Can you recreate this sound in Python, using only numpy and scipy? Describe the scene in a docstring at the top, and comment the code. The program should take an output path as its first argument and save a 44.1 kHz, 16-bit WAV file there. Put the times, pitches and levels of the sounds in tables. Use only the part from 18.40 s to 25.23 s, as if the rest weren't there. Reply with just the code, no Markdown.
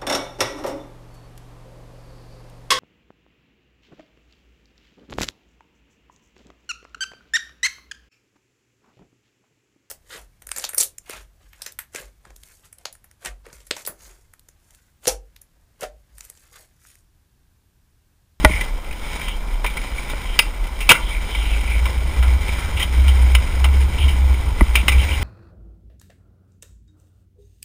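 """A knock and a low shudder open on the roar and hiss of skateboard wheels rolling over asphalt.
The skater pops a flip trick, lands hard, pushes on and jumps onto a ledge: shoes and wheels scuff,
deck and trucks clack, and house fronts echo the clacks. A small camera in a plastic case rides along.
It shudders with the ground, faster as the speed grows; the resonances of its case colour the rolling,
scuffs and clacks, and the hardest blows overload its microphone."""
import sys
import numpy as np
from scipy import signal
from scipy.fft import rfft, irfft
from scipy.io import wavfile

SR = 44100
rng = np.random.default_rng(int(sys.argv[2]) if len(sys.argv) > 2 else 0)


def store_pcm(level_fs):
    """Save levels as 16-bit WAV."""
    pcm = np.round(np.clip(level_fs, -1, 1) * 32767).astype(np.int16)
    wavfile.write(sys.argv[1], SR, np.atleast_2d(pcm).T)


N = 301203

# speed of the ride, as the rate at which it shakes the camera: t/s, f/Hz
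SHAKE_RATE = [(0, 56.15), (.17, 53.04), (.3, 32.68), (.85, 38.14), (1.2, 33.86), (1.8, 42.15),
              (2.15, 37.02), (2.75, 44.87), (3.4, 57.35), (3.9, 62.86), (4.12, 56), (4.6, 64.8),
              (5.1, 62.1), (5.6, 68.45), (6.0, 62.8), (6.25, 55.1), (6.55, 65.8), (6.83, 65.3)]
# spectrum of a hard contact with the board: f/Hz, level/dB
IMPACT_SPECTRUM = [(60, -2), (200, -6.5), (400, -7), (700, -8.5), (1600, -5.5), (2600, -0.5), (4400, -18),
                   (7600, -27), (12000, -32), (15200, -22.5), (16000, -7.5)]


def amp(db):
    """Amplitude ratio of a level in decibels."""
    return 10 ** (np.asarray(db) / 20)


def unit_rms(x):
    """Normalisation to unit mean power."""
    return x / np.sqrt(np.mean(x ** 2) + 1e-20)


def at_frequency(points, hz):
    """Linear interpolation on a log-frequency axis."""
    f, value = np.transpose(points)
    return np.interp(np.log(hz + 1), np.log(f + 1), value)


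def over_time(points):
    """Linear interpolation in time, sample by sample."""
    times, values = np.transpose(points)
    return np.interp(np.arange(N) / SR, times, values)


def add(mix, start, sound):
    """Superposition of a sound on the mix from a start time in seconds."""
    part = mix[max(round(start * SR), 0):][:len(sound)]
    part += sound[:len(part)]


def wander(hz):
    """Low-pass noise: a random fluctuation of unit power, up to about hz."""
    f = np.fft.rfftfreq(N, 1 / SR)
    return unit_rms(irfft(rfft(rng.standard_normal(N)) * np.exp(-(f / hz) ** 2), N))


def noise(spectrum):
    """Stationary noise of unit power with the given spectrum."""
    gain = amp(at_frequency(spectrum, np.fft.rfftfreq(N, 1 / SR)))
    return unit_rms(irfft(rfft(rng.standard_normal(N)) * gain, N))


def colour(x, gain_db, size=4096):
    """Minimum-phase filtering by gain_db(hz): resonances ring on after each click."""
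    log_gain = np.log(amp(gain_db(abs(np.fft.fftfreq(size, 1 / SR)))))
    response = np.exp(np.conj(signal.hilbert(log_gain)))
    taps = np.fft.ifft(response).real
    return signal.fftconvolve(x, taps[:size // 2])[:len(x)]


def resonate(x, hz, width_hz):
    """A moving resonance by heterodyning: shift the curve hz down to zero, smooth, shift back."""
    phasor = np.exp(2j * np.pi * np.cumsum(hz) / SR)
    pole = np.exp(-np.pi * width_hz / SR)
    return 2 * (phasor * signal.lfilter([1 - pole], [1, -pole], x / phasor)).real


def ring(modes, t):
    """Free vibration after a blow: a sum of exponentially damped modes."""
    return sum(amp(db - 60 * t / t60) * np.sin(2 * np.pi * hz * t) for hz, db, t60 in modes)


def grit(per_s, spread_db):
    """Shot noise: stones of uneven size are struck at random times."""
    strikes = (rng.random(N) < per_s / SR) * rng.standard_normal(N)
    sizes = amp(spread_db * np.minimum(rng.exponential(1, N), 4))
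    return unit_rms(strikes * sizes)


def speed_gain_db(per_doubling_db, cruise_hz=60):
    """A power law of speed: 0 dB when cruising, and an equal step for each doubling."""
    return per_doubling_db * np.log2(over_time(SHAKE_RATE) / cruise_hz)


def case_db(hz):
    """Resonances of the camera case, with one narrow notch; apart from these, the top treble is cut."""
    # case resonances and notch, then the treble cut in the last row: f/Hz, half width/Hz, gain/dB
    bands = [(544, 44, 2.5), (838, 82, 4.5), (998, 112, 7), (1420, 197, 5), (2029, 73, 8),
             (2283, 173, 11.5), (2960, 240, 5), (3172, 118, 8.5), (3475, 66, 7), (3833, 320, 8),
             (5140, 350, 12.5), (5700, 110, 7), (6130, 120, 4.5), (6860, 490, 14.5), (8150, 380, 15.5),
             (8904, 440, 13.5), (9734, 716, 21.5), (10830, 280, 15), (8730, 72, 10), (9760, 33, 11.5),
             (14200, 940, 16.5), (14260, 70, -14), (17700, 530, -28)]
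    return sum(db * np.exp(-((hz - f) / width) ** 2) for f, width, db in bands)


def street_echo(x, delay_s=0.026, reflections_per_s=2000):
    """Scattering: walls and house fronts return a short, diffuse echo."""
    # reverberation time of the street: f/Hz, T60/s
    decay_times = [(100, 0.22), (1000, 0.37), (2500, 0.14), (8000, 0.22), (16000, 0.12)]
    reflections = rng.standard_normal(SR) * (rng.random(SR) < reflections_per_s / SR)
    reflections *= np.arange(SR) / SR > delay_s
    hz, t, spectra = signal.stft(reflections, SR, nperseg=256)
    decay = amp(-60 * t / at_frequency(decay_times, hz)[:, None])
    tail = signal.istft(spectra * decay, SR)[1]
    return signal.fftconvolve(x, tail / np.linalg.norm(tail))[:N]


def whine(rumble, hz=12000, gain_db=-42):
    """Amplitude modulation: a thin high whine flutters with every swing of the rumble."""
    carrier = np.sin(2 * np.pi * hz * np.arange(N) / SR)
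    return amp(gain_db) * rumble * carrier


def shudder(cruise_db=-22.5, drift=0.039, throb=0.67, surge_taper=0.45, sway_db=-27, thrum_db=-27):
    """Forced vibration: the ground shakes the camera, faster and harder with speed, and jolts rock it."""
    # surges of hard, even shaking: start t/s, end t/s, level/dB
    surges = [(1.087, 1.312, -34), (2.121, 2.355, -26), (2.881, 3.583, -24), (3.763, 4.0, -14.5),
              (4.53, 5.06, -14), (5.14, 5.497, -18.5), (5.607, 5.706, -14.5), (5.746, 5.96, -13.5),
              (6.27, 6.44, -18), (6.485, 6.63, -16)]
    # spectrum of the slow, loose sway: f/Hz, level/dB
    sway_spectrum = [(8, -1), (20, -20), (31, 11), (40, 3.5), (60, -5), (78, -26.5), (200, -49)]
    # spectrum of the thrum that grows with speed: f/Hz, level/dB
    thrum_spectrum = [(40, -9), (58, -20.5), (70, 4.5), (82, 2), (100, -15.5), (130, -15.5), (200, -22),
                      (400, -29), (1500, -66)]
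    # jolts: t/s, level/dB, f/Hz, rise time/s
    jolts = [(0.046, -4, 54.6, 0.013), (0.094, -13, 57, 0.027), (6.212, -0.5, 52, 0.012)]
    cycles = np.cumsum(over_time(SHAKE_RATE) * (1 + drift * wander(hz=26.8))) / SR
    swing = amp(cruise_db + speed_gain_db(per_doubling_db=12)) * (1 + throb * wander(hz=26))
    for start, end, db in surges:
        add(swing, start, amp(db) * signal.windows.tukey(int((end - start) * SR), surge_taper))
    out = unit_rms(np.sin(2 * np.pi * cycles)) * swing
    out += amp(sway_db) * noise(sway_spectrum)
    out += amp(thrum_db + speed_gain_db(per_doubling_db=27)) * noise(thrum_spectrum)
    t = np.arange(SR // 4) / SR
    for start, db, hz, rise in jolts:
        envelope = (t / rise) ** 2 * np.exp(2 * (1 - t / rise))
        add(out, start, -amp(db) * envelope * np.sin(2 * np.pi * hz * t))
    return out


def knocks(puff_band_hz=(160, 340), puff_t60=0.034):
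    """Structure-borne sound: blows ring the deck and the camera mount, with a dull puff from the case."""
    # blows through the mount: t/s, deck level/dB, mount level/dB, puff level/dB
    blows = [(0.0401, -46, -50, -19.5), (0.0477, -0.5, -1, -18), (0.097, -43, -33, -27),
             (1.734, -27, -41, -38), (2.5, -17, -35, -32), (6.2094, -25, -14, -16.5),
             (6.431, -47, -36, -33)]
    # modes of the deck under the camera: f/Hz, level/dB, T60/s
    deck_modes = [(190, -34, .07), (467, -14, 0.048), (593, -3, 0.049), (619, -9.5, 0.13),
                  (848, -2.5, 0.048), (1440, -2.5, 0.048), (1893, -9, 0.071), (2400, -2, 0.027),
                  (3080, -11.5, 0.023)]
    # modes of the mount: f/Hz, level/dB, T60/s
    mount_modes = [(966, 4, 0.016), (1153, 0, 0.027), (2011, 4.5, 0.03), (2145, -14.5, 0.023),
                   (9910, -9, 0.041), (10300, -48, .035), (9120, -46, 0.036), (11400, -17, 0.03)]
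    out, t = np.zeros(N), np.arange(SR // 4) / SR
    band = signal.butter(3, puff_band_hz, "band", fs=SR, output="sos")
    for start, deck_db, mount_db, puff_db in blows:
        puff = signal.sosfilt(band, rng.standard_normal(len(t)) * amp(-60 * t / puff_t60))
        puff /= np.std(puff[:SR // 50])
        ringing = amp(deck_db) * ring(deck_modes, t) - amp(mount_db) * ring(mount_modes, t)
        add(out, start, ringing + amp(puff_db) * puff)
    return out


def wheels(roar_db=-34.5, hiss_gain_db=7.5, stones=0.82, roar_share=0.27):
    """Rolling noise: road roughness excites a roar and a hiss that flutter with the contact pressure."""
    # spectrum of the low roar: f/Hz, level/dB
    roar_spectrum = [(40, 2.5), (110, -3), (200, -3.5), (400, -7.5), (700, -9.5), (1400, -15), (2200, -28),
                     (4400, -33), (15000, -72)]
    # spectrum of the gritty hiss: f/Hz, level/dB
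    hiss_spectrum = [(300, -52), (1200, -17), (1900, -8), (2600, -10.5), (4400, -21.5), (7600, -31),
                     (12000, -46), (15200, -30), (15450, -67)]
    # course of the hiss, which the roar partly follows: t/s, relative level/dB
    hiss_course = [(0, -43.5), (.2, -40.5), (.35, -50), (.53, -50.5), (.76, -42.5), (1.02, -51),
                   (1.35, -45.5), (1.95, -44.5), (2.3, -50), (2.6, -44), (3.3, -43.5), (3.62, -46.5),
                   (4.08, -38.5), (4.3, -43), (4.85, -41.5), (5.3, -44), (6.15, -45.5), (6.6, -40.5)]
    hiss_level = over_time(hiss_course)
    roar_level = roar_db + speed_gain_db(per_doubling_db=1.67)
    roar_level += roar_share * (hiss_level - hiss_level.mean())
    flutter_db, swell_db = wander(hz=33.3), wander(hz=9.1)
    texture = rng.standard_normal(N) + stones * grit(per_s=900, spread_db=1.5)
    roar = unit_rms(colour(texture, lambda hz: at_frequency(roar_spectrum, hz) + case_db(hz)))
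    texture = rng.standard_normal(N) + stones * grit(per_s=1100, spread_db=2.0)
    hiss = unit_rms(colour(texture, lambda hz: at_frequency(hiss_spectrum, hz) + case_db(hz)))
    roar *= amp(roar_level + flutter_db + 0.05 * wander(hz=2))
    hiss *= amp(hiss_level + hiss_gain_db + 1.1 * flutter_db + swell_db)
    return roar + hiss


def pebbles(per_s=16, level_db=-35, spread_db=4.5, t60=0.056):
    """A Poisson process of small impacts: now and then a wheel ticks over a loose pebble."""
    t = np.arange(SR // 8) / SR
    strikes = (rng.random(N) < per_s / SR) * amp(spread_db * np.clip(rng.standard_normal(N), -2, 1))
    envelope = signal.fftconvolve(strikes, amp(-60 * t / t60))[:N]
    tick_noise = colour(rng.standard_normal(N), lambda hz: at_frequency(IMPACT_SPECTRUM, hz) + case_db(hz))
    return amp(level_db) * envelope * unit_rms(tick_noise)


def scuffs(width_hz=750, stones=0.77, chatter_db=2, fizz_db=-14):
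    """Sliding friction: rubber dragged over grit gives a gliding, chattering swish and a sandy fizz."""
    # slides of shoes and wheels: start t/s, end t/s, level/dB, first f/Hz, last f/Hz
    slides = [(0.07, 0.213, -28, 2280, 2000), (.83, 0.973, -38, 2700, 3050),
              (1.845, 1.985, -38.5, 3100, 2780), (2.602, 2.76, -37.5, 3130, 3150),
              (2.7, 2.792, -30.5, 2300, 2196), (2.841, 3.249, -34, 3260, 2330),
              (3.235, 3.42, -31, 2400, 2213), (4.149, 4.331, -38, 1397, 1500),
              (4.355, 4.46, -27, 2575, 2940), (5.57, 5.677, -28.5, 2597, 3000),
              (6.338, 6.433, -29.5, 2652, 2620), (6.571, 6.66, -30, 2788, 2643),
              (6.674, 6.764, -29.5, 2500, 2800)]
    out = np.zeros(N)
    texture = rng.standard_normal(N) + stones * grit(per_s=900, spread_db=3)
    friction = colour(texture * amp(chatter_db * wander(hz=70)), case_db)
    for start, end, db, first_hz, last_hz in slides:
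        stroke = friction[int(start * SR):int(end * SR)]
        hz = np.linspace(first_hz, last_hz, len(stroke))
        swish = unit_rms(resonate(resonate(stroke, hz, width_hz), hz, width_hz))
        fizz = amp(fizz_db) * unit_rms(stroke)
        add(out, start, amp(db) * (swish + fizz) * signal.windows.tukey(len(stroke), 0.5))
    return out


def clacks(rise_s=0.00053, rattle_db=-26, rattle_t60=0.19, ring_db=10.5, ring_width=0.091, uneven=0.22):
    """Impact excitation: a burst of hard contacts favours one resonance; the trucks rattle and ring on."""
    # impacts of deck, trucks and wheels:
    # t/s, level/dB, woody body gain/dB, brightness gain/dB, strongest ring f/Hz, T60/s
    impacts = [ (.21, -21.5, -11, 3.5, 2020, 0.031), (0.51, -32.5, 12, 6, 2530, .03),
               (.8145, -27.5, -6, 1, 2180, .03), (.882, -27.5, 5, 5, 3136, 0.057),
               (1.244, -20.5, 9, -3, 1850, 0.05), (1.262, -21, -3, 2.5, 2356, 0.08),
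               (1.3692, -24.5, 8, 2, 2260, .055), (1.58, -26.5, 1, 3, 2375, .035),
               (1.698, -28.5, 4, 5, 3570, 0.067), (1.9904, -5, -3.5, 3.5, 4830, .018),
               (1.9922, -8.5, -3, -4.5, 2600, 0.042), (2.4048, -25, -2, 3, 2640, 0.19),
               (2.4913, 0.5, -0.5, -1, 2520, 0.037), (2.5008, -2.5, 1.5, 1.5, 2830, 0.062),
               (2.511, -6, 3, -10, 490, 0.049), (2.5165, -4.5, -1, 1, 1500, 0.029),
               (2.552, -22, -5, 3, 2170, 0.13), (2.949, -23.5, 10, 4.5, 2242, 0.051),
               (3.455, -24.5, 6, 1.5, 1080, 0.093), (3.826, -25, 6, 0, 1402, 0.13),
               (4.0895, -26, 11, 3, 2357, .04), (4.398, -22.5, 7, 7, 2003, 0.18),
               (4.427, -20.5, -5, 5, 3100, 0.046), (4.68, -23.5, 3.5, 4.5, 3053, 0.14),
               (4.9493, -13, 0.5, 2, 2888, 0.037), (5.242, -18.5, 5, 4.5, 2863, 0.056),
               (5.253, -25, 11, -1, 2490, 0.033), (5.681, -26, -2, 3, 2987, 0.25),
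               (6.354, -11, -2.5, 1, 2639, .046), (6.366, -21.5, 6, 3, 2300, 0.11),
               (6.4813, -10.5, 1, 0, 2780, 0.046), (6.487, -17.5, 1.5, 4, 2180, 0.059),
               (6.519, -21, 5, 4, 2400, .13)]
    # modes of the metal trucks: f/Hz, level/dB, T60/s
    truck_modes = [(2036, 5.5, 0.22), (2500, -12.5, 0.14), (2340, 5, 0.083), (2740, -1, 0.23),
                   (3340, -16, .14), (3650, 3, 0.1)]
    out, t = np.zeros(N), np.arange(SR // 4) / SR
    for start, db, body_db, bright_db, ring_hz, t60 in impacts:
        attack = 1 - np.exp(-t / rise_s)
        decay = amp(-60 * t / t60) + amp(rattle_db - 60 * t / rattle_t60)
        contacts = rng.standard_normal(len(t)) * np.exp(uneven * rng.standard_normal(len(t)))
        tilt = [(1300, body_db), (2100, 0), (3500, 0), (5500, bright_db)]

        def response_db(hz):
            board_db = at_frequency(IMPACT_SPECTRUM, hz) + at_frequency(tilt, hz)
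            peak_db = ring_db * np.exp(-((hz / ring_hz - 1) / ring_width) ** 2)
            return board_db + peak_db + 0.95 * case_db(hz)

        clack = colour(contacts * attack * decay, response_db)
        clack /= np.std(clack[:SR // 100])
        # the trucks take a smaller share of the hardest blows
        metal = amp(-28.5) * np.tanh(amp(db + 12)) * ring(truck_modes, t)
        add(out, start, amp(db) * clack + metal)
    return out


def scene(echo_db=-22):
    """Superposition of the skater's rolling, scuffs and clacks with the camera's knocks and rumble."""
    hits, rumble = clacks(), shudder()
    skater = wheels() + pebbles() + scuffs() + hits + amp(echo_db) * street_echo(hits)
    return (skater + knocks() + rumble + whine(rumble))[None]


def record(dry, clip_level=0.98, cutoff_hz=15600):
    """Overload: the microphone clips on the hardest blows, and a low-pass filter limits the band."""
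    clipped = np.clip(dry, -clip_level, clip_level)
    low_pass = signal.firwin(511, cutoff_hz, window=("kaiser", 9), fs=SR)
    return signal.oaconvolve(clipped, low_pass[None], "same")


dry = scene()
out = record(dry)
store_pcm(out)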